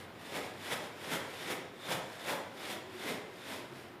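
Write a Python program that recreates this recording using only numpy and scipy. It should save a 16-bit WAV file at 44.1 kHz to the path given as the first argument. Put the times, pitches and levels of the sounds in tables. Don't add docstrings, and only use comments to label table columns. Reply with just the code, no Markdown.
import sys
import numpy as np
from scipy import signal
from scipy.fft import rfft, irfft
from scipy.io import wavfile
from scipy.ndimage import map_coordinates

SR = 44100
rng = np.random.default_rng(int(sys.argv[2]) if len(sys.argv) > 2 else 0)


def master_out(mix):
    frames = np.transpose(np.atleast_2d(mix))
    ceiling = np.clip(frames, -1, 1)
    pcm = np.round(ceiling * 32767).astype(np.int16)
    wavfile.write(sys.argv[1], SR, pcm)


N = 176400
LEAD_IN_S = 0.5
T = np.arange(-int(LEAD_IN_S * SR), N) / SR

# turn t/s, swish level/dB, rise/s, fall/s, whip level/dB, whip half-length/s,
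# puff level/dB, hollow flap level/dB, hollow flap f/Hz, narrow hiss level/dB
BAG_STROKES = [ (0.365, -44, 0.067, 0.083, -41.5, 0.013, -47.5, -43.5, 503, -62),
               (0.728, -43, 0.12, 0.06, -35.5, .013, -54, -44.5, 596, -59),
               (1.136, -45, 0.14, 0.082, -36, 0.02, -43.5, -45, 830, -59),
               (1.513, -43.5, 0.21, 0.051, -37.5, 0.014, -50.5, -43.5, 446, -53),
               (1.921, -42, 0.092, 0.058, -36.5, 0.019, -42, -42.5, 810, -55),
               (2.303, -44, 0.11, 0.08, -36, .02, -46.5, -39.5, 680, -60),
               (2.716, -48, 0.14, 0.061, -40, 0.018, -58, -49.5, 336, -57),
               (3.093, -43, 0.1, 0.062, -41, 0.027, -50, -41.5, 380, -57.5),
               (3.528, -46, 0.15, 0.088, -47.5, 0.022, -57, -49, 360, -59)]
# t/s, level/dB, half-length/s
BAG_FLUTTERS = [(-.02, -48.5, 0.028), (0.274, -50.5, 0.054), (0.456, -48.5, 0.021), (.665, -46, 0.022),
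                (0.846, -48, 0.023), (1.058, -47, 0.03), (1.36, -54, 0.054), (2.156, -53.5, 0.093),
                (2.642, -45, 0.039), (2.996, -50.5, 0.053), (3.79, -55, 0.068)]
# f/Hz, relative density/dB
SWISH_SPECTRUM = [(40, -30), (100, -17), (300, -2), (650, 0), (1200, -4.5), (2200, -1.5), (2850, -3.5),
                  (3500, -6.5), (4350, -8.5), (5200, -11), (6150, -15), (7000, -15.5), (9000, -16),
                  (12500, -18), (15500, -32.5)]
WHIP_SPECTRUM = [(40, -34), (120, -6.5), (300, 1), (700, 3), (1200, 0), (1550, -3), (2100, 2), (2800, -3.5),
                 (3400, -1), (4500, -9), (6200, -12), (11000, -13.5), (15500, -19.5)]
PUFF_SPECTRUM = [(30, -70), (65, -20.5), (110, -3.5), (170, 3.5), (260, -3.5), (600, 4.5), (2000, -50)]
# f/Hz, T60/s, level re direct/dB
BARN_REVERB = [(99, 0.55, -0.5), (405, 0.96, -2.5), (930, 0.73, -0.5), (2900, 0.65, -4.5),
               (6850, 0.59, -5.5), (15100, 0.19, -3.5)]
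# f/Hz, relative density/dB
ROOM_SPECTRUM = [(20, -29), (50, -15), (72, -17), (95, 0.5), (130, -1.5), (210, -1.5), (340, -1),
                 (700, -5.5), (1500, -10), (3500, -18.5), (7000, -36.5), (15000, -33)]
# centre t/s, half-length/s, f/Hz, width/oct, level/dB
ROOM_DRONES = [(2.976, 0.22, 368, 0.059, -54), (3.752, 0.083, 130.6, .05, -55.5),
               (3.76, .15, 353, .08, -56)]


def bag(hollow_lag_s=0.0076, hiss_lead_s=0.078):
    swish_power, whip_env, puff_env, hiss_env, hollow = np.zeros((5, len(T)))
    for (turn_s, swish_db, rise_s, fall_s, whip_db, whip_half_s,
         puff_db, hollow_db, hollow_hz, hiss_db) in BAG_STROKES:
        from_turn = np.where(T < turn_s, (turn_s - T) / rise_s, (T - turn_s) / fall_s)
        swing = np.exp(-from_turn ** 1.33)
        swish_power += (undb(swish_db) * swing) ** 2
        hiss_env += undb(hiss_db) * swell(turn_s - hiss_lead_s, half_s=0.036)
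        whip_env += undb(whip_db) * swell(turn_s, whip_half_s)
        puff_env += undb(puff_db) * swell(turn_s, half_s=0.029)
        hollow_env = undb(hollow_db) * swell(turn_s + hollow_lag_s, half_s=0.033)
        hollow += hollow_env * noise_band(hollow_hz, width_oct=0.84)
    for at_s, level_db, half_s in BAG_FLUTTERS:
        swish_power += (undb(level_db) * swell(at_s, half_s)) ** 2
    swish = np.sqrt(swish_power) * crinkle(SWISH_SPECTRUM, spread_db=2.5)
    whip = whip_env * crinkle(WHIP_SPECTRUM, spread_db=3.0)
    puff = puff_env * colour(rng.standard_normal(len(T)), PUFF_SPECTRUM)
    hiss = hiss_env * noise_band(centre_hz=3590, width_oct=0.066)
    return swish + whip + hollow + puff + hiss


def crinkle(spectrum, spread_db, clicks_per_s=3500, air_share=0.45, flap_db=0.8):
    clicks = (rng.random(len(T)) < clicks_per_s / SR) * rng.choice([-1, 1], len(T))
    size_db = spread_db * np.minimum(rng.exponential(size=len(T)), np.pi)
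    clicks = unit(clicks * undb(size_db))
    air = rng.standard_normal(len(T))
    mix = np.sqrt(1 - air_share) * clicks + np.sqrt(air_share) * air
    flapping = undb(flap_db * wander(rate_hz=71.26))
    return colour(mix * flapping, spectrum)


def barn(direct, tail_count=4):
    tail_gains = np.array([wander(rate_hz=44.99) for _ in range(tail_count)])
    tail_gains /= np.linalg.norm(tail_gains, axis=0)
    return direct + sum(echoes(direct * gain) for gain in tail_gains)


def echoes(x, build_s=0.019):
    t = np.arange(SR) / SR
    noise_bins = rfft(rng.standard_normal(SR))
    log_f = np.log(np.maximum(np.arange(len(noise_bins)), 1))
    log_centres = np.log([row[0] for row in BARN_REVERB])
    tail = np.zeros(SR)
    for selector, (_, t60_s, level_db) in zip(np.eye(len(BARN_REVERB)), BARN_REVERB):
        band = irfft(noise_bins * np.interp(log_f, log_centres, selector), SR)
        fade = undb(-60 * t / t60_s) * (1 - np.exp(-t / build_s))
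        tail += undb(level_db) * fade / np.linalg.norm(fade) * band
    return signal.fftconvolve(x, tail)[:len(x)]


def near_reflection(x, delay_s=0.0005694, gain=0.14):
    f = np.fft.rfftfreq(len(x), 1 / SR)
    return gain * irfft(rfft(x) * np.exp(-2j * np.pi * f * delay_s), len(x))


def background(room_db=-52, waver_db=1.2):
    room_env = undb(room_db + waver_db * wander(rate_hz=1.94))
    room = room_env * colour(rng.standard_normal(len(T)), ROOM_SPECTRUM)
    drones = sum(undb(level_db) * swell(at_s, half_s) * noise_band(centre_hz, width_oct)
                 for at_s, half_s, centre_hz, width_oct, level_db in ROOM_DRONES)
    return room + drones


def undb(db):
    return 10 ** (np.asarray(db) / 20)


def unit(x):
    return x / np.sqrt(np.mean(x ** 2))


def colour(x, spectrum):
    hz, db = np.array(spectrum).T
    f = np.maximum(np.fft.rfftfreq(len(x), 1 / SR), 1)
    gain = undb(np.interp(np.log(f), np.log(hz), db))
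    return unit(irfft(rfft(x) * gain, len(x)))


def noise_band(centre_hz, width_oct):
    f = np.maximum(np.fft.rfftfreq(len(T), 1 / SR), 1)
    bins = rng.standard_normal(2 * len(f)).view(complex)
    bell = np.exp(-0.5 * (np.log2(f / centre_hz) / width_oct) ** 2)
    return unit(irfft(bins * bell, len(T)))


def wander(rate_hz):
    points = rng.standard_normal(4096)
    return unit(map_coordinates(points, [(T - T[0]) * rate_hz], order=1, mode="wrap"))


def swell(at_s, half_s):
    return 1 / np.cosh(np.clip((T - at_s) / half_s, -30, 30))


def scene():
    bag_in_barn = barn(bag())
    mix = bag_in_barn + near_reflection(bag_in_barn) + background()
    return mix[None, -N:]


def record(dry, cutoff_hz=15450):
    return signal.sosfilt(signal.ellip(12, 0.1, 80, cutoff_hz, fs=SR, output="sos"), dry)


dry = scene()
out = record(dry)
master_out(out)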